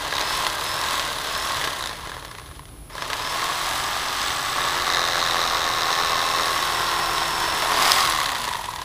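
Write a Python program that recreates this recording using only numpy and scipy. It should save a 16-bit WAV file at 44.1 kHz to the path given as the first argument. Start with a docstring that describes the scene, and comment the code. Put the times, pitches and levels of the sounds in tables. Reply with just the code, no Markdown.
"""Outdoor rumble and insects lie under an electric fillet knife already coasting at the start, on a fish
on a table: three short bursts, one long cut, then it is lifted away. The motor spins up while the trigger
is held and coasts between; its speed sets the rate and loudness of the parts. Teeth rattle and sing in
the plastic housing, the crank knocks at the stroke ends, steel blades scrape, sizzle and clack.
Noise and contact impulses ring filters for these; sines make the motor, the mesh and a far engine."""
import sys
import numpy as np
from scipy import signal
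from scipy.fft import rfft, irfft, next_fast_len
from scipy.io import wavfile
from scipy.ndimage import map_coordinates

SR = 44100
rng = np.random.default_rng(int(sys.argv[2]) if len(sys.argv) > 2 else 0)


def store_wav(level_fs):
    """Save 16-bit WAV to argv[1]."""
    pcm = np.round(np.clip(np.atleast_2d(level_fs), -1, 1) * 32767)
    wavfile.write(sys.argv[1], SR, pcm.T.astype(np.int16))


N = 389844

# The grip shifts the two main housing modes. Each row: time in seconds, main mode in Hz, lower mode in Hz.
GRIP_MODES = [(1.06, 1030, 620), (1.38, 1090, 646), (2.2, 1050, 590), (3.3, 1060, 665), (3.9, 1105, 810),
              (4.9, 1143, 770), (6.2, 1096, 800), (7, 1050, 800), (7.66, 970, 760), (7.88, 1106, 800),
              (8.3, 1090, 770), (8.5, 983, 820)]
# Whine of the rotor slots. Each row: multiple of the rotor speed, relative level in dB.
SLOT_WHINE = [(8, 0), (16, -1.5), (24, -3), (32, -7), (40, 0)]
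# Single hard blade clacks, and the jolt as the motor starts again at 2.9 s. Each row: time in seconds, #
# relative level in dB, thud against the tick in dB, 60 dB decay of the rebounds in seconds.
SINGLE_CLACKS = [(0.126, -14, 14, 0.02), (.156, -12, 4, 0.0082), (0.184, -9, -2, 0.011),
                 (0.213, -8, 7, .01), (.467, -5.5, 4, 0.016), (.996, -6, -6, 0.019),
                 (1.614, -13.5, 11, .01), (1.64, -4.5, 1, 0.094), (1.674, -11, 13, .03),
                 (1.839, -14.5, -6, .012), (1.873, -11.5, -6, .01), (2.073, -21, 14, 0.019),
                 (2.096, -31, 19, .011), (2.118, -28, 18, .012), (2.145, -35, 8, .012),
                 (2.167, -32, 21, .012), (2.249, -20.5, 8, 0.015), (2.281, -25, 3, .012),
                 (2.314, -21.5, 5, .016), (2.351, -23, -1, .012), (2.385, -28, 16, .012),
                 (2.397, -30, 14, .012), (2.488, -38, 15, .012), (2.523, -36, 1, .012),
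                 (2.594, -30, 15, .012), (2.655, -29, -7, 0.013), (2.69, -34, -7, .014),
                 (2.899, -38, 25, 0.088), (2.953, -27, 18, .014), (2.981, -20.5, 14, 0.018),
                 (3.022, -14.5, 12, 0.02), (3.101, -13, 12, .035), (3.132, -11.5, 10, .02),
                 (8.202, -11.5, 8, 0.017), (8.26, -6, -2, 0.022), (8.292, -9, 3, .017),
                 (8.355, -9, -2, .022), (8.442, -9, -5, 0.023), (8.479, -11.5, 3, 0.019),
                 (8.536, -11, -1, 0.012), (8.555, -15, 4, 0.021), (8.642, -14, -12, 0.023),
                 (8.688, -24, 7, .02), (8.713, -23, 3, .02), (8.737, -18, -5, .025),
                 (8.761, -16, -4, 0.026), (8.789, -20, 0, .02), (8.817, -15.5, 2, .025)]
# Colours of the housing, crank knock, blade scrape, wet sizzle, outdoor air, table and blade shanks.
# Each row: frequency in Hz, relative level in dB.
HOUSING_COLOUR = [(100, -29.5), (250, -23), (480, -10.5), (640, -2), (850, 1), (1000, 1), (1300, -1.5),
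                  (1480, -4), (1700, -4.5), (2000, -10.5), (2300, -19), (3500, -12.5), (7000, -26),
                  (15000, -39.5)]
CRANK_COLOUR = [(120, -42.5), (400, 5), (800, 9.5), (1200, 5), (1500, 4), (1900, 12), (2500, -26),
                (3300, -22), (4000, -43), (4600, -6), (5400, -2), (6500, -1), (7500, -25), (15000, -50)]
BLADE_COLOUR = [(500, -10), (1900, 2), (2350, -4), (2650, -1), (2900, -1), (3400, 3), (4000, 1), (4600, -2),
                (5300, -6.5), (6400, -6.5), (7300, -14), (8300, -10), (9500, -19), (15000, -23.5)]
SIZZLE_COLOUR = [(4000, -30), (7000, 5.5), (9400, 0.5), (10200, 6), (10900, 9.5), (11600, -6), (12600, -10),
                 (13700, 7), (14600, -9), (15500, -18)]
AIR_COLOUR = [(15, -31), (25, -14), (42, 5), (70, 0), (130, -4), (210, -14), (300, -10.5), (440, -15.5),
              (1000, -19.5), (2000, -27.5), (3500, -27), (7000, -35), (15500, -31)]
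TABLE_COLOUR = [(90, -13), (170, -1.5), (220, -19), (330, -7.5), (420, 3), (540, 0.5), (650, 1), (800, 6.5),
                (900, -4), (1500, -11.5), (6000, -89)]
SHANK_COLOUR = [(2500, -30), (3400, -19), (3680, 3.5), (4150, 0), (4520, -12), (5000, -7), (5800, -18.5),
                (6500, -9.5), (7300, -27), (12000, -36)]
# Tones of a far engine. Each row: frequency in Hz, level in dB.
FAR_ENGINE = [(48.5, -71), (122, -51), (152, -54.5), (289, -58.5)]
# Loose drive joints that strike once a stroke. Each row: share of the stroke, relative level in dB.
LOOSE_JOINTS = [(.11, -4.5), (.271, 0.5), (.42, -3.5), (.59, -2.5), (.65, -0.5), (.818, -0.5)]
# Two pitches of the free blade length. Each row: time in seconds, lower pitch in Hz, upper pitch in Hz.
BLADE_PITCHES = [(1.6, 1560, 1940), (2.2, 1660, 2000), (3.6, 1644, 2046), (4.4, 1656, 1970),
                 (5.6, 1710, 2030), (6.4, 1760, 2010), (6.8, 1340, 1870), (7.4, 1360, 1830),
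                 (7.65, 1760, 2070), (8.05, 1890, 2010), (8.4, 1750, 1870), (8.84, 1625, 1890)]
# Resonances that lift the whine sweeping through. Each row: centre in Hz, width in Hz, relative level in dB.
FRAME_MODES = [(2620, 170, -4.5), (5270, 400, 4), (6000, 200, -12), (8100, 260, -6), (12000, 500, -9),
               (13850, 620, -16), (14700, 600, -18)]
# The trigger is held. Each row: start in seconds, end in seconds.
TRIGGER_HOLDS = [(.109, .403), (.576, .953), (1.202, 1.51), (2.888, 7.944)]
# Drag of the flesh on the driven blades. Each row: time in seconds, turns per second lost each second.
FLESH_DRAG = [(1.5, 158), (3, 90), (3.75, 203), (4.25, 250), (4.5, 262), (5.05, 308), (5.7, 311),
              (6.3, 328), (6.55, 303), (7.25, 353), (7.55, 322), (7.78, 53)]
# Closeness of the knife to the listener. Each row: time in seconds, gain in dB.
KNIFE_NEARNESS = [(0, 1.5), (.2, 1.95), (1, 0.2), (1.3, 0), (1.65, -0.1), (3.3, 0), (4.45, -0.2),
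                  (6.3, 0.6), (7.55, -0.6), (7.88, 5), (8.3, 1), (8.84, 0.5)]
# Spells that fade in and out. Each row: start in seconds, end in seconds, fade in seconds, change in dB.
# In turn: blades bind and the crank knocks harder; they sizzle through wet flesh; they are bent and chafe;
# they lie flat on the table and shake it; they rasp as they come free; the rotor hum swells as they lie
# hard on the table; the skin snags and one stroke end knocks harder.
BIND_SPELLS = [(.12, .225, 0.024, 15), (.5, 1.55, .1, 6), (1.78, 1.92, .04, 12), (4.56, 4.86, 0.078, 9),
               (4.86, 5.45, 0.069, 15), (5.45, 6.52, 0.069, 14.5), (6.52, 7.1, 0.078, 7),
               (7.95, 8.4, 0.18, 5)]
WET_SPELLS = [(.28, 1.08, 0.12, 5.5), (1.08, 1.9, 0.074, 5.5), (3.28, 3.85, 0.056, 4.5),
              (6.25, 7.7, 0.11, 5), (7.7, 8.3, 0.39, 7.5), (8.3, 9, 0.26, 8.5)]
BEND_SPELLS = [(3.7, 4.2, .25, -1), (4.2, 4.72, .1, 5)]
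PRESS_SPELLS = [(4.56, 7.9, 0.063, 6)]
RASP_SPELLS = [(7.72, 8.2, 0.17, 7.5)]
HUM_SPELLS = [(6.7, 7.6, .2, 5.5)]
SNAG_SPELLS = [(4.87, 5.05, 0.025, 5.5), (5.05, 5.52, .04, 2.5)]
# Tones of the gear mesh in the case. Each row: cycles a stroke, base level in dB at full speed.
MESH_TONES = [(20, -37), (21, -32), (26, -31.5), (27, -32.5)]
# Ring of the handle at a clack. Each row: centre in Hz, width in Hz, relative level in dB.
HANDLE_MODES = [(570, 91, -11), (1044, 140, -2.5), (1630, 75, -9), (1930, 43, -16)]
# Overtones of the rotor hum, ahead of the case resonance. Each row: multiple of the rotor speed,
# level against the hum in dB.
ROTOR_OVERTONES = [(2, 12), (3, 8), (4, -1)]

# the shaft: rotor turns per stroke, reference and starting speeds (turns/s), starting stroke position
GEAR_RATIO, FULL_SPEED, START_SPEED, START_STROKE = 8.32, 380, 303, .4
# pull from standstill (turns/s per s), speed where a quarter of it is left (turns/s)
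STALL_PULL, QUARTER_PULL_SPEED = 5347.8, 187.1
# dry friction (turns/s per s), share of the speed lost per second
FRICTION, DAMPING_PER_S = 149.2, .561
# base level of each part at full speed (dB), power of the speed with which it grows
RATTLE_DB, RATTLE_GROWS = -28, 1.52
SCRAPE_DB, SCRAPE_GROWS = -30.5, 1.51
SIZZLE_DB, SIZZLE_GROWS = -45, 1.25
KNOCK_DB, KNOCK_GROWS = -43.5, 1.65
TABLE_DB, TABLE_GROWS = -41, 0.3
CHAFE_DB, CHAFE_GROWS = -44.5, 9.3
WHINE_DB, WHINE_GROWS = -44.5, 0.84
HUM_DB, HUM_GROWS = -48.5, 0.4
RASP_DB, RASP_GROWS = -40.5, 3.9
SLACK_DB, SLACK_GROWS = -15, 2.2
# the blades clack at reversals below these speeds (turns/s): in flesh, and with none around them
SLACK_SPEED, FREE_SLACK_SPEED = 120, 360
SLACK_THUD_DB, FREE_SLACK_DB = -14, 4.5  # thud against tick, and gain of free clacks
# the lift: centre and fade (s), loss in the table and the housing body, gain in the housing ring (dB)
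LIFT_S, LIFT_FADE_S, LIFT_LOSS_DB, LIFT_BODY_DB, LIFT_RING_DB = 7.9, 0.22, 9, 5, 7.5
HUM_LIFT_DB, BLADE_RING_LIFT_DB = 2, 5.5  # gains of the hum and the free blades once lifted
# shares of the pressing dB that reach the housing and the motor and mesh tones
PRESS_RATTLE_SHARE, PRESS_TONE_SHARE = 0.63, 0.42
# scraping gains this share of a wet cut's dB and loses this share of a bind's, as the blades stick
WET_SCRAPE_SHARE, BIND_SCRAPE_LOSS = 0.23, 0.076
POWERED_WHINE_DB, WHINE_DB_PER_DRAG = 7, 0.02  # gain while current flows, and per unit of drag
MAINS_RIPPLE_HZ, BRUSHES_DB = 120, -18  # current pulses, and brush hiss against the whine
JOINT_DRIFT = .008  # scale of the joints' random drift, in strokes
KNOCK_LAG_S = .0006  # the housing answers a knock this long after the shanks
COAST_SPEED, COAST_DEPTH = 275, 0.26  # the rattle pulses below this speed (turns/s), this deeply (0-1)
RASP_HISS_DB = -15  # high hiss of the rasp against its ring
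THROB_DB, THROB_HZ = -33, 977
BLADE_RING_DB, BLADE_RING_WIDTH_HZ, LOW_MODE_DB = -15.5, 42, -16  # levels against the rattle
# the case resonance: centre and width, and what it passes away from it
SING_HZ, SING_WIDTH_HZ, SING_FLOOR_DB = 1070, 92, -18
TOP_HZ = 15500


def amp(db):
    """Decibels to gain."""
    return 10 ** (np.asarray(db) / 20)


def unit(x):
    """Scale to rms 1."""
    return x / np.sqrt(np.mean(x ** 2) + 1e-20)


def curves(rows):
    """One value per sample for each column after the time."""
    s, *cols = np.transpose(rows)
    return [np.interp(np.arange(N) / SR, s, c) for c in cols]


def ramp(at_s, fade_s):
    """A rise from 0 to 1, centred on a moment."""
    return np.clip((np.arange(N) / SR - at_s) / fade_s + .5, 0, 1)


def spells(rows):
    """A level in dB that fades in, holds and fades out once for each row."""
    return sum(db * (ramp(start, fade) - ramp(end, fade)) for start, end, fade, db in rows)


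def wobble(rate):
    """A smooth random curve, rate knots a second."""
    return map_coordinates(rng.standard_normal(int(N * rate / SR) + 4), [np.arange(N) * rate / SR])


def coloured(x, points, size=4096):
    """x through a causal minimum-phase filter of energy 1 with the given (Hz, dB) outline."""
    hz, db = np.transpose(points)
    gain = amp(np.interp(np.log(np.fft.rfftfreq(size, 1 / SR) + 1), np.log(hz), db))
    cepstrum = irfft(np.log(gain))
    cepstrum[1:size // 2] *= 2
    cepstrum[size // 2 + 1:] = 0
    response = irfft(np.exp(rfft(cepstrum)))
    return signal.fftconvolve(x, response / np.linalg.norm(response))[:N]


def mode(x, hz, width_hz):
    """x through one resonance of energy 1, whose centre may move."""
    turn = np.exp(2j * np.pi * np.cumsum(hz * np.ones(N)) / SR)
    pole = np.exp(-np.pi * width_hz / SR)
    return np.real(turn * signal.lfilter([np.sqrt(2 * (1 - pole ** 2))], [1, -pole], x / turn))


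def contacts(stroke, places, sizes, jitter, scatter_db):
    """Impulses at fixed places of every stroke, with scatter in time and size."""
    count = int(stroke[-1]) + 1
    chance = rng.standard_normal((count, len(places), 2))
    when = np.arange(count)[:, None] + places + jitter * chance[..., 0]
    at = np.searchsorted(stroke, when.ravel())
    hits = np.bincount(at, (sizes * amp(scatter_db * chance[..., 1])).ravel(), N + 1)[:N]
    hits[0] = 0
    return hits


def chatter(hits, t60):
    """Each contact trails off in a short noise burst of tiny rebounds."""
    fade = amp(-60 * np.arange(SR // 10) / SR / t60) ** 2
    energy = signal.fftconvolve(hits ** 2, fade / fade.sum())[:N]
    return np.sqrt(np.abs(energy)) * rng.standard_normal(N)


def burst(t60, size=4410):
    """One contact of energy 1; the longer its rebounds last, the more of it goes into them."""
    tail = unit(amp(-60 * np.arange(size) / SR / t60) * rng.standard_normal(size)) * t60 / .008
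    tail[0] = np.sqrt(size)
    return unit(tail) / np.sqrt(size)


def gate(stroke, place, width):
    """A smooth bump once a stroke."""
    return np.exp(-(np.sin(np.pi * (stroke - place)) / (np.pi * width)) ** 2)


def loudness(speed, full_db, grows):
    """Level in dB of a part of the knife: a power of the speed, and more when it is near."""
    return full_db + grows * 20 * np.log10(speed / FULL_SPEED) + curves(KNIFE_NEARNESS)[0]


def sing(hz):
    """Gain of a tone in the case: it stands out only while it passes the resonance."""
    return amp(SING_FLOOR_DB) + 1 / (1 + (2 * (hz - SING_HZ) / SING_WIDTH_HZ) ** 2)


def shaft():
    """Trigger state and turns per second: the pull weakens with speed, against drag and friction."""
    step = .001
    t = np.arange(0, N / SR, step)
    held = sum((t > start - step / 2) & (t < end - step / 2) for start, end in TRIGGER_HOLDS)
    drags = np.interp(t, *np.transpose(FLESH_DRAG))
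    speed, speeds = START_SPEED, []
    for on, drag in zip(held.tolist(), drags.tolist()):
        pull = STALL_PULL / (1 + speed / QUARTER_PULL_SPEED) ** 2
        change = on * (pull - drag) - FRICTION - DAMPING_PER_S * speed
        speed = max(speed + step * change, 1)
        speeds.append(speed)
    return curves(np.transpose([t, held, speeds]))


def outdoors():
    """Filtered noise for rumble and insects, wavering sines for a far engine."""
    air = amp(-43.5) * unit(coloured(rng.standard_normal(N), AIR_COLOUR))
    t = np.arange(N) / SR
    engine = sum(amp(db + 1.2 * wobble(6.1)) * np.sin(2 * np.pi * hz * t + 0.5 * wobble(11))
                 for hz, db in FAR_ENGINE)
    insects = mode(mode(rng.standard_normal(N), 10250, width_hz=1300), 10250, width_hz=1300)
    return air + engine + amp(-53.0) * unit(insects)


def motor(turns, speed, held, press_db, lifted):
    """The unbalanced rotor hums; its slots whine, pulsed by the mains, through the frame's resonances."""
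    angle = 2 * np.pi * (turns + .002 * wobble(60))
    ripple = 2 * np.pi * MAINS_RIPPLE_HZ * np.arange(N) / SR

    def frame(hz):
        return sum(amp(db) / (1 + (2 * (hz - centre) / width) ** 2) for centre, width, db in FRAME_MODES)

    def slot(order, side):
        tone = np.sin(order * angle + side * ripple + .3 * wobble(300))
        return frame(order * speed + side * MAINS_RIPPLE_HZ) * tone

    whine = 0
    for order, db in SLOT_WHINE:
        # powered side tones: one ripple below, 0.64 of a ripple above
        tones = slot(order, 0) + held * (slot(order, -1) + slot(order, 0.64))
        whine = whine + amp(db + 1.7 * wobble(70)) * tones / 2
    brushes = amp(BRUSHES_DB) * sum(amp(db) * mode(rng.standard_normal(N), centre, width)
                                    for centre, width, db in FRAME_MODES)
    current_db = held * (POWERED_WHINE_DB + WHINE_DB_PER_DRAG * curves(FLESH_DRAG)[0])
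    whine_gain = amp(loudness(speed, WHINE_DB, WHINE_GROWS) + current_db)

    overtones = sum(amp(db + 2 * wobble(25)) * sing(order * speed)
                    * np.sin(order * angle + 0.23 * wobble(40)) for order, db in ROTOR_OVERTONES)
    table_db = PRESS_TONE_SHARE * press_db + spells(HUM_SPELLS) + HUM_LIFT_DB * lifted
    spinning = 1 / (1 + (200 / speed) ** 8)  # the hum fades out at low speed
    hum_gain = spinning * amp(loudness(speed, HUM_DB, HUM_GROWS) + table_db)
    hum = hum_gain * (amp(wobble(14)) * np.sin(angle) + overtones)
    return whine_gain * (whine + brushes) + hum


def coasting(stroke, speed):
    """Gain that gathers the rattle of a slow drive into two pulses a stroke."""
    depth = COAST_DEPTH / (1 + (speed / COAST_SPEED) ** 10)
    return 1 - depth + depth * unit(gate(stroke, 0.74, 0.098) + 0.57 * gate(stroke, 0.16, 0.17))


def gears(stroke, speed, press_db, lifted, count=25):
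    """Loose joints and gear teeth rattle; they ring the housing, the blades and, through them, the table."""
    def strikes(place):
        wandering = stroke + JOINT_DRIFT * wobble(2)
        return contacts(wandering, np.array([place]), 1, jitter=.007, scatter_db=2)

    joints = unit(sum(amp(db) * strikes(place) for place, db in LOOSE_JOINTS) / np.sqrt(speed))
    teeth = contacts(stroke, np.arange(count) / count, 1, jitter=.01, scatter_db=1)
    teeth = teeth * rng.standard_normal(N) / np.sqrt(speed)
    swing = 1.06 + gate(stroke, 0.09, 0.77) + gate(stroke, 0.55, 0.21)
    rattle = unit(unit(teeth + chatter(teeth, t60=0.06)) * swing)
    hard = .8 * np.clip(speed / FULL_SPEED, 0, 1)  # a slow drive grinds more than it knocks
    drive = coasting(stroke, speed) * (hard * joints + np.sqrt(1 - hard ** 2) * rattle)

    main_hz, low_hz = curves(GRIP_MODES)
    rings = amp(-7.5 + LIFT_RING_DB * lifted) * mode(drive, main_hz, width_hz=158)
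    rings = rings + amp(LOW_MODE_DB) * mode(drive, low_hz, width_hz=62)
    blade_ring = sum(mode(drive, hz, BLADE_RING_WIDTH_HZ) for hz in curves(BLADE_PITCHES))
    rings = rings + amp(BLADE_RING_DB + BLADE_RING_LIFT_DB * lifted) * blade_ring
    body = amp(-3.5 - LIFT_BODY_DB * lifted) * coloured(drive, HOUSING_COLOUR)
    housing_db = loudness(speed, RATTLE_DB, RATTLE_GROWS) + PRESS_RATTLE_SHARE * press_db
    table_db = loudness(speed, TABLE_DB, TABLE_GROWS) + press_db - LIFT_LOSS_DB * lifted
    table = unit(coloured(hard * joints + 0.17 * rattle, TABLE_COLOUR))
    return amp(housing_db) * (body + rings) + amp(table_db) * table


def mesh(stroke, speed, press_db):
    """The meshing teeth give rough, wavering tones, louder when the blades press on the table."""
    def tone(order):
        wave = np.sin(2 * np.pi * order * stroke + .5 * wobble(45))
        return sing(order * speed / GEAR_RATIO) * amp(3 * wobble(30)) * wave

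    return sum(amp(loudness(speed, db, grows=4.9) + PRESS_TONE_SHARE * press_db) * tone(order)
               for order, db in MESH_TONES)


def crank(stroke, speed):
    """The crank takes up slack at both stroke ends: the blade shanks snap, then the housing knocks."""
    def ends(first_db):
        sizes = amp([first_db, 0])
        return contacts(stroke, np.array([.11, .59]), sizes, jitter=.002, scatter_db=1) / np.sqrt(speed)

    snaps = ends(first_db=2.5)
    snap = unit(snaps + .42 * chatter(snaps, t60=.007))
    blows = np.roll(ends(first_db=-1.5), round(KNOCK_LAG_S * SR))
    knock = unit(blows + .4 * chatter(blows, t60=.008))
    housing = amp(-4.0) * coloured(knock, CRANK_COLOUR)
    housing = housing + amp(-6.0) * mode(knock, curves(GRIP_MODES)[0], width_hz=30)
    snag_db = spells(SNAG_SPELLS) * gate(stroke, .62, .2)
    level_db = loudness(speed, KNOCK_DB, KNOCK_GROWS) + spells(BIND_SPELLS) + snag_db
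    return amp(level_db) * (amp(-0.5) * coloured(snap, SHANK_COLOUR) + housing)


def blades(stroke, speed):
    """Serrated steel rubs on steel in spurts that repeat with the stroke and run together at speed."""
    spurts = .5 * speed / FULL_SPEED + gate(stroke, 0.17, 0.064)
    spurts = spurts + 0.64 * gate(stroke, 0.96, 0.53) + 0.5 * gate(stroke, 0.35, 0.051)

    def rub(grain_db):
        return unit(spurts * amp(grain_db * wobble(700)) * rng.standard_normal(N))

    wet_db = spells(WET_SPELLS)
    scrape_db = loudness(speed, SCRAPE_DB, SCRAPE_GROWS) + WET_SCRAPE_SHARE * wet_db
    scrape_db = scrape_db - BIND_SCRAPE_LOSS * spells(BIND_SPELLS) + 1.1 * wobble(12)
    scrape = amp(scrape_db) * coloured(rub(grain_db=1.5), BLADE_COLOUR)
    sizzle_db = loudness(speed, SIZZLE_DB, SIZZLE_GROWS) + wet_db + 0.33 * wobble(7)
    sizzle = amp(sizzle_db) * coloured(rub(grain_db=4.0), SIZZLE_COLOUR)
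    rasp = mode(rub(grain_db=7.5), 4950, width_hz=650)
    rasp = rasp + amp(RASP_HISS_DB) * mode(rub(grain_db=4.0), 13200, width_hz=1300)
    rasp = amp(loudness(speed, RASP_DB, RASP_GROWS) + spells(RASP_SPELLS)) * rasp
    chafe = mode(unit(gate(stroke, 0.79, 0.098) * rng.standard_normal(N)), 7980, width_hz=320)
    chafe = amp(loudness(speed, CHAFE_DB, CHAFE_GROWS) + spells(BEND_SPELLS)) * chafe
    return scrape + sizzle + rasp + chafe


def clacks(stroke, speed, lifted):
    """Loose blades snap on their holder, singly and at each slow or free reversal, and the motor jolts as it
    starts: a tick over a thud."""
    slack_speed = SLACK_SPEED + (FREE_SLACK_SPEED - SLACK_SPEED) * lifted
    slack = 1 / (1 + (speed / slack_speed) ** 12)
    reversals = contacts(stroke, np.array([.12, .6]), 1, jitter=.005, scatter_db=2)
    slack_db = loudness(speed, SLACK_DB, SLACK_GROWS) + FREE_SLACK_DB * lifted
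    reversals = reversals * slack * amp(slack_db)
    ticks = .5 * reversals + chatter(reversals, t60=0.024)
    thuds = ticks * amp(SLACK_THUD_DB - LIFT_LOSS_DB * lifted)
    for s, db, thud_db, t60 in SINGLE_CLACKS:
        at = round(s * SR)
        tick, thud = burst(t60)[:N - at], burst(t60)[:N - at]
        ticks[at:at + len(tick)] += amp(db) * tick
        thuds[at:at + len(thud)] += amp(db + thud_db) * thud
    steel = amp(8) * coloured(ticks, BLADE_COLOUR)
    handle = sum(amp(db) * mode(thuds, hz, width) for hz, width, db in HANDLE_MODES)
    return steel + handle + .4 * coloured(thuds, HOUSING_COLOUR) + .3 * coloured(thuds, TABLE_COLOUR)


def throb(stroke, speed, lifted):
    """Held in the air and slowing, the housing rings in pulses with the swing of the blades."""
    slow = 1 / (1 + (speed / 270) ** 10)
    swings = contacts(stroke, np.array([.14, .72, .8]), amp([-2, 0, -3]), jitter=.015, scatter_db=1.5)
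    swings = swings + .4 * chatter(swings, t60=.02)
    ring = mode(mode(swings, THROB_HZ, width_hz=130), THROB_HZ, width_hz=260)
    return amp(THROB_DB) * slow * lifted * unit(ring)


def scene():
    """One shaft speed drives every part of the knife."""
    held, speed = shaft()
    turns = np.cumsum(speed) / SR
    stroke = turns / GEAR_RATIO + START_STROKE
    press_db, lifted = spells(PRESS_SPELLS), ramp(LIFT_S, LIFT_FADE_S)
    knife = motor(turns, speed, held, press_db, lifted)
    knife = knife + gears(stroke, speed, press_db, lifted) + mesh(stroke, speed, press_db)
    knife = knife + crank(stroke, speed) + blades(stroke, speed)
    knife = knife + clacks(stroke, speed, lifted) + throb(stroke, speed, lifted)
    return (outdoors() + knife)[None]


def record(dry):
    """Remove everything above the band limit."""
    size = next_fast_len(N + SR // 2)
    passed = np.fft.rfftfreq(size, 1 / SR) < TOP_HZ
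    return irfft(rfft(dry, size) * passed, size)[..., :N]


dry = scene()
out = record(dry)
store_wav(out)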